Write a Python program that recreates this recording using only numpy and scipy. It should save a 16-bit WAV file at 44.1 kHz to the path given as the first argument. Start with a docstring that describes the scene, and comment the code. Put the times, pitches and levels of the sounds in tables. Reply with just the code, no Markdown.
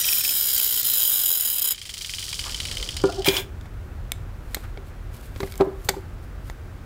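"""An angle grinder, switched off, slows down while its wobbling disc rubs the teeth of a saw chain.
Lifted clear, it runs on with rattling gears, is laid on the workbench, and the disc scrapes to a stop.
An automatic gain control, which turned everything down during the grinding, lets the low rumble of
the workshop swell back. Then the chainsaw is handled: sharp steel clicks and dull knocks on the bench."""
import sys
import numpy as np
from scipy import signal
from scipy.fft import rfft, irfft
from scipy.io import wavfile
from scipy.ndimage import uniform_filter1d

SR = 44100
rng = np.random.default_rng(int(sys.argv[2]) if len(sys.argv) > 2 else 0)


def unload_wav(signal):
    """Save mono or channel-first audio to the path in sys.argv[1] as 16-bit WAV at rate SR, clipped to [-1, 1]."""
    wavfile.write(
        sys.argv[1],
        SR,
        np.round(np.clip(np.atleast_2d(signal).T, -1, 1) * 32767).astype(np.int16),
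    )


N = 302085
T = np.arange(N) / SR
LIFT_S = 1.741  # the disc leaves the chain
DRAG_START_S, DRAG_STOP_S = 3.245, 3.395  # the disc scrapes the bench


def amp(db):
    """Turns decibels into a gain."""
    return 10 ** (np.asarray(db) / 20)


def unit(x):
    """Scales a signal to an average (rms) strength of 1."""
    return x / np.sqrt(np.mean(x ** 2) + 1e-20)


def curve(rows, column=1):
    """Joins the points of a time table, giving a value at every sample."""
    rows = np.array(rows)
    return np.interp(T, rows[:, 0], rows[:, column])


def look_up(points, hz):
    """Reads between a table's points on a logarithmic frequency scale."""
    freqs, values = np.transpose(points)
    return np.interp(np.log(hz + 1), np.log(freqs + 1), values)


def until(end_s, fade_s):
    """A gain of 1 that fades to 0 by the end time."""
    return np.clip((end_s - T) / fade_s, 0, 1)


def add(mix, start_s, sound):
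    """Mixes a sound in at a given time."""
    part = mix[max(round(start_s * SR), 0):][:len(sound)]
    part += sound[:len(part)]


def colour(x, spectrum, size=4096):
    """Gives a sound a tone colour, using a minimum-phase filter: nothing rings before a hit."""
    hz = abs(np.fft.fftfreq(size, 1 / SR))
    log_gain = np.log(amp(np.maximum(look_up(spectrum, hz), -100)))
    taps = np.fft.ifft(np.exp(np.conj(signal.hilbert(log_gain)))).real[:size // 2]
    return signal.oaconvolve(x, taps / np.linalg.norm(taps))[:len(x)]


def resonate(x, modes):
    """Lets a force shake an object's natural tones (modes); neighbours swing opposite ways."""
    out = np.zeros(len(x))
    for k, (hz, width, db) in enumerate(modes):
        keep = np.exp(-np.pi * width / SR)
        pole = keep * np.exp(2j * np.pi * hz / SR)
        out += (-1) ** k * amp(db) * signal.lfilter([1 - keep], [1, -pole], x).real
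    return out


def ring(modes, detune):
    """One blow: slightly mistuned tones, each fading by 60 dB over its ring time."""
    t = np.arange(16384) / SR
    tuning = 1 + detune * rng.standard_normal(len(modes))
    return sum((-1) ** k * amp(db - 60 * t / ring_s) * np.sin(2 * np.pi * hz * tuning[k] * t)
               for k, (hz, db, ring_s) in enumerate(modes))


def wander(rate):
    """A smooth random wobble that changes about `rate` times a second."""
    smoothing = np.exp(-(np.fft.rfftfreq(N, 1 / SR) / rate) ** 2)
    return unit(irfft(rfft(rng.standard_normal(N)) * smoothing, N))


def crackle(count):
    """Tiny impacts of equal strength and random direction."""
    return rng.choice([-1., 1.], count)


def roughness(turns, wear_turns, points):
    """Random bumps round a spinning part: they come back every turn and slowly wear away."""
    fresh = rng.standard_normal((200, points))  # one row per turn
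    bumps = signal.lfilter([1], [1, -np.exp(-1 / wear_turns)], fresh, axis=0)[40:].ravel()
    return unit(np.interp((turns - turns[0]) * points, np.arange(len(bumps)), bumps))


# Tone colours of the workshop's rumble and air: (frequency [Hz], relative level [dB])
RUMBLE_COLOUR = [(12, -27), (20, -6), (32, 1), (42, 8.5), (59, 0.5), (82, 3.5), (101, 1), (166, -12.5),
                 (201, -21), (300, -36), (376, -16.5), (400, -36.5), (520, -58), (880, -120)]
AIR_COLOUR = [(120, -16.5), (200, -3), (413, -9), (571, -11), (720, -12.5), (908, -15), (1400, -14),
              (2360, -22.5), (2930, -26), (8000, -39), (10400, -57), (17600, -120)]


def background(rumble_db=-35.5, air_db=-47.5, hiss_db=-62):
    """A lumpy rumble, the steady air of the workshop and a faint hiss."""
    rumble = unit(colour(rng.standard_normal(N), RUMBLE_COLOUR, size=16384)) * amp(0.5 * wander(2))
    air = unit(colour(rng.standard_normal(N), AIR_COLOUR))
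    return amp(rumble_db) * rumble + amp(air_db) * air + amp(hiss_db) * rng.standard_normal(N)


# How long the room echoes: (frequency [Hz], time to fade by 60 dB [s])
ECHO_TIMES = [(100, 0.15), (400, 0.39), (1000, 0.43), (3000, 0.3), (8000, 0.31), (16000, 0.063)]


def room(x, delay_s=0.0043):
    """A blur of reflections, each pitch range dying away at its own speed."""
    hz, t, bands = signal.stft(rng.standard_normal(SR // 2), SR, nperseg=256)
    fade = amp(-60 * t / look_up(ECHO_TIMES, hz)[:, None])
    tail = signal.istft(bands * fade, SR, nperseg=256)[1]
    tail *= np.clip(np.arange(len(tail)) / SR / delay_s - 1, 0, 1)
    return signal.fftconvolve(x, tail / np.linalg.norm(tail))[:N]


# Strokes of hands and chain: (time [s], level [dB], half length [s])
STROKES = [(4.57, -53, 0.096), (4.88, -58, 0.029), (5.156, -50.5, 0.029), (5.245, -51, 0.047),
           (5.438, -48, 0.08), (5.583, -54, 0.081), (5.89, -54.5, 0.12), (6.24, -61, .02),
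           (6.488, -54, 0.038)]
# Their tone colour: (frequency [Hz], relative level [dB])
STROKE_COLOUR = [(1180, -9), (2000, -13), (2300, 0), (4820, -4), (5630, -6), (15100, -4), (16000, -22.5)]


def handling(grain_db=2.5):
    """Hands and chain slide in faint grainy strokes that swell and fade."""
    hiss = unit(colour(rng.standard_normal(N) * amp(grain_db * wander(150)), STROKE_COLOUR))
    return hiss * sum(amp(db) * np.exp(-((T - s) / half) ** 2) for s, db, half in STROKES)


# Rough tones from the bench: (time [s], level [dB], half length [s], pitch [Hz], bandwidth [Hz])
BENCH_TONES = [(2.467, -36, 0.028, 1060, 980), (2.83, -49, .072, 476, 120), (3.1, -28.5, 0.0072, 710, 90),
               (3.094, -36.5, 0.01, 1370, 120), (3.197, -25, 0.018, 378, 40), (3.2, -36, 0.025, 717, 90),
               (3.391, -37.5, 0.035, 393, 69), (4.649, -44.5, 0.016, 1290, 1400),
               (5.613, -21.5, 0.012, 686, 606), (5.944, -33, .0061, 850, 300)]


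def bench_tones(size=16384):
    """Brief rough tones from the bench: short scuffs and the bench top's low ringing."""
    out, t = np.zeros(N), (np.arange(size) - size / 2) / SR
    for s, db, half, hz, width in BENCH_TONES:
        mode, swell = [(hz, width, 0)], np.exp(-(t / half) ** 2)
        tone = resonate(resonate(crackle(size), mode), mode) * swell
        add(out, s + t[0], amp(db) * unit(tone) * np.sqrt(np.mean(swell ** 2)))
    return out


# Knocks on the bench: (time [s], relative level [dB], contact time [ms])
BENCH_KNOCKS = [(3.039, -7.5, 0.12), (3.279, -5.5, 1.2), (4.771, -33, 0.72), (5.403, -25.5, 0.14),
                (5.431, -23.5, 0.62), (5.601, -8, 1.9), (5.606, -5.5, 0.73), (5.6138, -31, 0.58),
                (5.671, -14.5, 1.8), (5.891, -22.5, 0.24), (5.966, -25, 0.47)]
# Natural tones of the bench top: (frequency [Hz], relative level [dB], ring time [s])
BENCH_MODES = [(175, -9, .1), (286, -11, .11), (335, 1, .04), (360, -20, .05), (386, 1, .16),
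               (430, -8, .06), (510, -8, .11), (620, -19, .05), (745, -14, .08), (860, -16, .05),
               (980, -11, .06), (1206, -13, .06), (1410, -12, .06), (1750, -23, .05), (2300, -22, .04),
               (3300, -22, .03)]


def knocks(gain_db=-3.5, bass_cut_hz=130):
    """A soft push rings the bench top; the longer the contact, the duller the knock."""
    out, ms = np.zeros(N), np.arange(512) / SR * 1000
    for s, db, contact_ms in BENCH_KNOCKS:
        push = ms * np.exp(-3.3 * ms / contact_ms)
        knock = signal.fftconvolve(ring(BENCH_MODES, detune=0.0049), push / push.sum())
        add(out, s, amp(db + gain_db) * knock)
    # the open board gives off little bass
    return signal.sosfilt(signal.butter(2, bass_cut_hz, "high", fs=SR, output="sos"), out)


# Clicks of chain and saw: (time [s], relative level [dB], snap length [s], treble tilt [dB/octave])
SAW_CLICKS = [(3.611, -41.5, 0.0029, -1.5), (3.657, -40.5, 0.0061, -5), (4.119, -11.5, 0.0011, 1.8),
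              (4.546, -14, 0.0026, 1.5), (4.568, -28, 0.0053, -7), (4.774, -25.5, 0.0027, -7.5),
              (5.361, -30, 0.0045, -5.5), (5.404, -22.5, 0.0036, -4.5), (5.431, -19.5, 0.0055, -7.5),
              (5.474, -31, 0.0024, -4.5), (5.522, -29.5, 0.0022, 3), (5.54, -32, .001, -1),
              (5.556, -31, .001, 2), (5.578, -26.5, .001, 4), (5.609, -18.5, 0.0044, -6),
              (5.846, -39, 0.015, 9), (5.888, -12.5, 0.0066, -3), (5.891, -9.5, 0.0023, 3.5),
              (5.941, -32, 0.0046, -9), (6.4991, -23.5, 0.0014, -4.5)]
# Tone colour of the saw: (frequency [Hz], relative level [dB])
SAW_COLOUR = [(200, -10.5), (800, -2), (1300, -4.5), (1750, -1.5), (2150, 3.5), (2850, -9.5), (3400, -0.5),
              (4700, -2), (5600, -7), (7500, -3.5), (9000, -10), (10200, -14), (11800, -8), (13600, -13),
              (14600, -5), (16000, -28)]
# The steel's ping after a click: (frequency [Hz], relative level [dB], ring time [s])
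PING_MODES = [(2224, -18, .04), (5000, -33, .04)]


def clicks(snap_db=-2, shiver_db=-33, shiver_s=0.035, size=8192):
    """Steel snaps on steel and pings; a longer snap stirs more loose links, which shiver after it."""
    out, t = np.zeros(N), np.arange(size) / SR
    for s, db, length, tilt in SAW_CLICKS:
        stirred = min(length / .002, 1) ** 2
        shiver = stirred * amp(shiver_db) * np.exp(-t / shiver_s)
        snap = crackle(size) * (np.exp(-t / length) + shiver)
        tilted = [(hz, level + tilt * np.log2(hz / SAW_COLOUR[0][0])) for hz, level in SAW_COLOUR]
        add(out, s, amp(db + snap_db) * colour(snap, tilted))
        add(out, s, amp(db) * ring(PING_MODES, detune=0.0095))
    return out


# The disc slowing down: (time [s], speed [turns/s])
DISC_SPEED = [(0, 79), (.16, 73.6), (.55, 63.8), (1, 52.42), (1.6, 34.64), (1.8, 27), (2.05, 24.1),
              (2.35, 18.45), (2.7, 18.4), (3.26, 8.6), (3.43, 1)]


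def disc_turns(zero_s=1.682):
    """Counts the disc's turns from a moment when its rim presses on the chain."""
    turns = np.cumsum(curve(DISC_SPEED)) / SR
    return turns - np.interp(zero_s, T, turns)


# Whirr of the motor's brushes and bearings: (time [s], relative level [dB])
WHIRR_LEVELS = [(1.76, -36), (1.96, -31.5), (2.25, -31), (2.65, -39.5), (3.24, -45)]
# Its tone colour: (frequency [Hz], relative level [dB])
BRUSH_COLOUR = [(180, -44), (300, -19), (1360, -15.5), (1900, -23), (3030, 0.5), (3800, -4), (4750, 2),
                (6200, -5.5), (8900, -8.5), (11000, -14.5), (12700, -18), (14800, -17), (15300, -12),
                (16000, -24)]


def whirr(turns, grain_db=4.0, repeat_share=0.61, gain_db=1):
    """Brushes hiss on the motor's spinning contacts; part repeats each turn and so sinks in pitch."""
    repeating = unit(np.diff(roughness(turns, wear_turns=16, points=1300), prepend=0))
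    hiss = np.sqrt(repeat_share) * repeating + np.sqrt(1 - repeat_share) * rng.standard_normal(N)
    hiss *= amp(grain_db * roughness(turns, wear_turns=16, points=24))
    return amp(curve(WHIRR_LEVELS) + gain_db) * unit(colour(hiss, BRUSH_COLOUR)) * until(3.42, 0.22)


# Tones of gears and motor: (multiple of the disc speed, relative level [dB])
GEAR_TONES = [(2, -2), (5, -6), (7, -3), (8, -6), (12, -7), (17, -6), (25, -5), (34, -6), (46, -4),
              (49, -3), (64, -5), (74, 1.5), (77, -3), (85, -4), (94, -2), (105, -4), (116, -5), (127, -4)]
# Outline of the weaker tones from uneven teeth: (multiple of the disc speed, relative level [dB])
UNEVEN_TEETH = [(3, -8.5), (12, -13), (22, -5), (40, -10), (70, -8.5), (90, -14.5), (140, -15)]
# How well the housing gives off a tone: (frequency [Hz], relative level [dB])
HOUSING_COLOUR = [(100, -10.5), (500, -10.5), (900, -22.5), (1500, -11.5), (2100, -4.5), (3100, -5.5),
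                  (3950, 3), (4450, -1.5), (5300, 7), (6100, 1.5), (7100, 5.5), (9500, 11.5), (12000, -21)]


def whine(turns, start_db=-19.5, db_per_octave=4.5, lifted_db=-13):
    """Gear and motor tones sink and fade with the speed, swelling where the housing rings along."""
    running, tones = T < DISC_SPEED[-1][0], np.zeros(N)
    angle = 2 * np.pi * (turns + .0013 * wander(70))[running]
    flutters = [amp(4 * wander(30))[running] for _ in range(7)]
    weak_tones = [(k, look_up(UNEVEN_TEETH, k)) for k in range(3, 140)]
    for multiple, db in GEAR_TONES + weak_tones:
        flutter = flutters[int(multiple) % len(flutters)]
        tones[running] += amp(db) * flutter * np.cos(multiple * angle + 2 * np.pi * rng.random())
    tones = colour(tones, HOUSING_COLOUR)
    octaves = np.log2(curve(DISC_SPEED) / DISC_SPEED[0][1])
    level = start_db + db_per_octave * octaves + lifted_db * (T > LIFT_S)
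    return amp(level) * tones / np.std(tones[running])


def gear_slaps(turns, first_db=-20.5, db_per_octave=8, rebound_db=-8, scatter_db=2, jitter_s=.0007):
    """Lists (time [s], level [dB]): free gears slap once a turn and rebound half a turn later."""
    half_turns, speed = np.floor(2 * (turns + .12)), curve(DISC_SPEED)
    free = (T > LIFT_S) & (T < DRAG_START_S)
    beats = np.flatnonzero(free & (np.diff(half_turns, prepend=0) > 0))
    late, strong = rng.standard_normal((100, 2))[:len(beats)].T
    octaves = np.log2(speed[beats] / speed[free][0])
    level = first_db + db_per_octave * octaves + rebound_db * (half_turns[beats] % 2)
    return list(zip(T[beats] + jitter_s * late, level + scatter_db * strong))


# The hardest gear slaps, the last ones as the disc is braked: (time [s], relative level [dB])
HARD_SLAPS = [(1.94, -21.5), (2.0094, -18), (2.0456, -18.5), (2.094, -18), (2.136, -17.5), (2.225, -20),
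              (2.3283, -19), (2.391, -19.5), (2.5444, -24), (2.601, -22), (2.6518, -23.5), (2.7696, -26.5),
              (2.826, -25), (2.8885, -26), (2.966, -22), (3.245, -25), (3.284, -14), (3.366, -19)]
# Tone colour of the gearbox: (frequency [Hz], relative level [dB])
GEARBOX_COLOUR = [(530, -55), (900, -23), (1490, -20), (2390, -6.5), (2660, -12.5), (3070, 2.5), (3550, -8),
                  (3910, -8), (4250, -12.5), (4800, -6), (5960, -16.5), (9090, -16), (13200, -30.5),
                  (15100, -23.5), (16000, -36)]


def rattle(turns, gain_db=3, rise_s=0.00075, blow_s=0.0037, chatter_s=0.009, chatter_db=-10.5):
    """Each slap, a sharp blow and a short chatter of teeth, rings the gearbox."""
    force, t = np.zeros(N), np.arange(2048) / SR
    slap = np.exp(-t / blow_s) + amp(chatter_db) * np.exp(-t / chatter_s)
    slap *= 1 - np.exp(-t / rise_s)
    # a hard slap replaces any regular one close to it
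    regular = [(s, db) for s, db in gear_slaps(turns)
               if all(abs(s - hard_s) > .016 for hard_s, _ in HARD_SLAPS)]
    for s, db in regular + HARD_SLAPS:
        add(force, s, amp(db) * slap)
    return amp(gain_db) * colour(force * crackle(N), GEARBOX_COLOUR)


# Natural tones of the disc: (frequency [Hz], bandwidth [Hz], relative level [dB])
DISC_MODES = [(1615, 15, -9), (2410, 78, 1), (3380, 70, -0.5), (4130, 120, -12), (5100, 210, -18),
              (6930, 120, -9.5), (9700, 81, -24), (10800, 57, -29.5), (11900, 72, -16.5)]
# Tone colour of its scrape on the bench: (frequency [Hz], relative level [dB])
SCRAPE_COLOUR = [(290, -50.5), (500, -11), (974, -7.5), (1210, -15), (1570, -10.5), (1950, -9.5),
                 (2390, -3.5), (2730, -12.5), (3250, -4), (3700, -17.5), (12500, -18.5), (13800, -16),
                 (16000, -15.5)]


def scrape(level_db=-28.5, grain_db=2, attack_s=0.021, bite_db=11, bite_s=0.031, fade_db_per_s=450):
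    """The rim bites into the bench, scrapes on more lightly, and the disc rings until it stops."""
    attack = np.clip((T - DRAG_START_S) / attack_s, 0, 1) ** 2
    bite = bite_db * np.exp(-np.maximum(T - DRAG_START_S - attack_s, 0) / bite_s)
    fade = fade_db_per_s * np.maximum(T - DRAG_STOP_S, 0)
    friction = unit(rng.standard_normal(N) * amp(grain_db * wander(500)))
    force = friction * attack * amp(level_db + bite - fade)
    return np.std(force) * (unit(resonate(force, DISC_MODES)) + unit(colour(force, SCRAPE_COLOUR)))


# The disc catches a chain tooth: (time [s], relative level [dB])
TOOTH_CATCHES = [(.044, -7.5), (0.087, -4), (.128, -5.5), (.172, -12), (0.208, -9.5), (.249, -6.5),
                 (.292, -5.5), (0.595, -13)]
# Natural tones of the bar that guides the chain: (frequency [Hz], relative level [dB], ring time [s])
BAR_MODES = [(2408, -1.5, .018), (2590, -0.5, .02), (2700, -23.5, 0.017), (3190, -3, 0.033),
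             (5320, 5, 0.011), (8000, -14, 0.014)]


def clanks(second_db=-3, max_gap_s=0.0032):
    """A tooth is caught and let go: two quick blows on the guide bar."""
    out = np.zeros(N)
    for s, db in TOOTH_CATCHES:
        add(out, s, amp(db) * ring(BAR_MODES, detune=0.016))
        let_go_s = s + max_gap_s * rng.uniform(0.83, 1.0)
        add(out, let_go_s, amp(db + second_db) * ring(BAR_MODES, detune=0.0092))
    return out


# Disc on chain: (time [s], level [dB], lows compared with highs [dB], dip once a turn [dB])
GRIND_LEVELS = [(0, -13, -4, 9), (.15, -7.5, -9.5, 2), (.22, -10, -9, 7.5), (.9, -7.5, -12.5, 8),
                (1.1, -5.5, -10.5, 3), (1.35, -5, -11, 7.5), (1.58, -9, -11, 10), (1.72, -7.5, -10, 11)]
# The disc hops off the teeth: (time [s], half length [s], depth [dB])
DISC_HOPS = [(.035, .012, 6), (.226, .009, 9), (.571, .004, 12), (.823, .006, 20), (.836, .004, 16),
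             (.927, .004, 7), (1.61, .008, 8)]
# Natural tones of teeth and guide bar: (frequency [Hz], bandwidth [Hz], relative level [dB])
CHAIN_MODES = [(3060, 220, -8), (3450, 200, -12), (3730, 90, -9), (4020, 80, -6), (4970, 140, -9),
               (5300, 160, -13), (6680, 90, -10), (7000, 120, -3), (7800, 150, -13), (8830, 100, -11),
               (9130, 140, -5), (9550, 150, -12), (9960, 160, -7), (11230, 180, -8), (12400, 110, -8),
               (13150, 220, 0), (13750, 240, 0), (14030, 280, 1), (15500, 300, -5)]
# Tone colour of the grinding hiss: (frequency [Hz], relative level [dB])
GRIND_COLOUR = [(120, -40), (200, 1), (1300, 4), (1500, 10), (2600, -11), (3100, 18.5), (4500, -6),
                (5100, 9.5), (6170, -5), (6900, 7), (10700, 9.5), (13800, 14.5), (14900, 18), (16000, -39)]


def grinding(turns, bumps_db=4, grit_db=4, repeat_share=0.37, hiss_db=-4, split_hz=6200):
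    """Grit strikes the teeth, ringing chain and bar; once a turn the warped disc swings clear."""
    swing = np.cos(2 * np.pi * turns)
    gap = ((1 - swing) / 2) ** 3
    gap += 0.3 * ((1 + swing) / 2) ** 10  # a shallower gap half a turn later
    # the chain gives way under hard contact, so the rim's bumps level off
    bumps = np.tanh(roughness(turns, wear_turns=4, points=14))
    contact = amp(bumps_db * bumps - curve(GRIND_LEVELS, column=3) * gap)
    contact /= np.sqrt(uniform_filter1d(contact ** 2, size=4000))  # evens out slow level changes
    contact *= amp(-sum(db * np.exp(-((T - s) / half) ** 4) for s, half, db in DISC_HOPS))
    repeating = unit(np.diff(roughness(turns, wear_turns=6.7, points=900), prepend=0))
    grit = np.sqrt(repeat_share) * repeating + np.sqrt(1 - repeat_share) * crackle(N)
    force = unit(grit * amp(grit_db * wander(2500))) * contact * until(LIFT_S, .015)
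    sound = unit(resonate(force, CHAIN_MODES)) + amp(hiss_db) * unit(colour(force, GRIND_COLOUR))
    lows = signal.sosfilt(signal.butter(4, split_hz, fs=SR, output="sos"), sound)
    highs = signal.sosfilt(signal.butter(4, split_hz, "high", fs=SR, output="sos"), sound)
    blend = unit(highs) + amp(curve(GRIND_LEVELS, column=2)) * unit(lows)
    touching_share = np.mean(T < LIFT_S)  # so the level counts only the time on the chain
    return np.sqrt(touching_share) * amp(curve(GRIND_LEVELS)) * blend


def scene(grinder_echo_db=-22, bench_echo_db=-12, saw_echo_db=-23):
    """All the sources, close by in a small workshop."""
    turns = disc_turns()
    grinder = grinding(turns) + clanks() + whine(turns) + whirr(turns) + rattle(turns) + scrape()
    bench, saw = knocks() + bench_tones(), clicks()
    echo = room(amp(grinder_echo_db) * grinder + amp(bench_echo_db) * bench + amp(saw_echo_db) * saw)
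    return (grinder + bench + saw + echo + handling() + background())[None]


def record(dry, limit_db=-21.5, average_s=0.16, recovery_db_per_s=15, top_hz=15850):
    """Gain control turns loud moments down and slowly comes back up; the highest treble is cut."""
    power, keep = dry[0] ** 2, np.exp(-1 / (average_s * SR))
    start_power = np.mean(power[T < 2 * average_s])
    average = signal.lfilter([1 - keep], [1, -keep], power, zi=[start_power])[0]
    over_db = np.maximum(10 * np.log10(average + 1e-12) - limit_db, 0)
    recovery_db = recovery_db_per_s * T
    held = dry * amp(recovery_db - np.maximum.accumulate(over_db + recovery_db))
    treble_cut = signal.firwin(511, top_hz, window=("kaiser", 9), fs=SR)
    return signal.oaconvolve(held, treble_cut[None], "same")


dry = scene()
out = record(dry)
unload_wav(out)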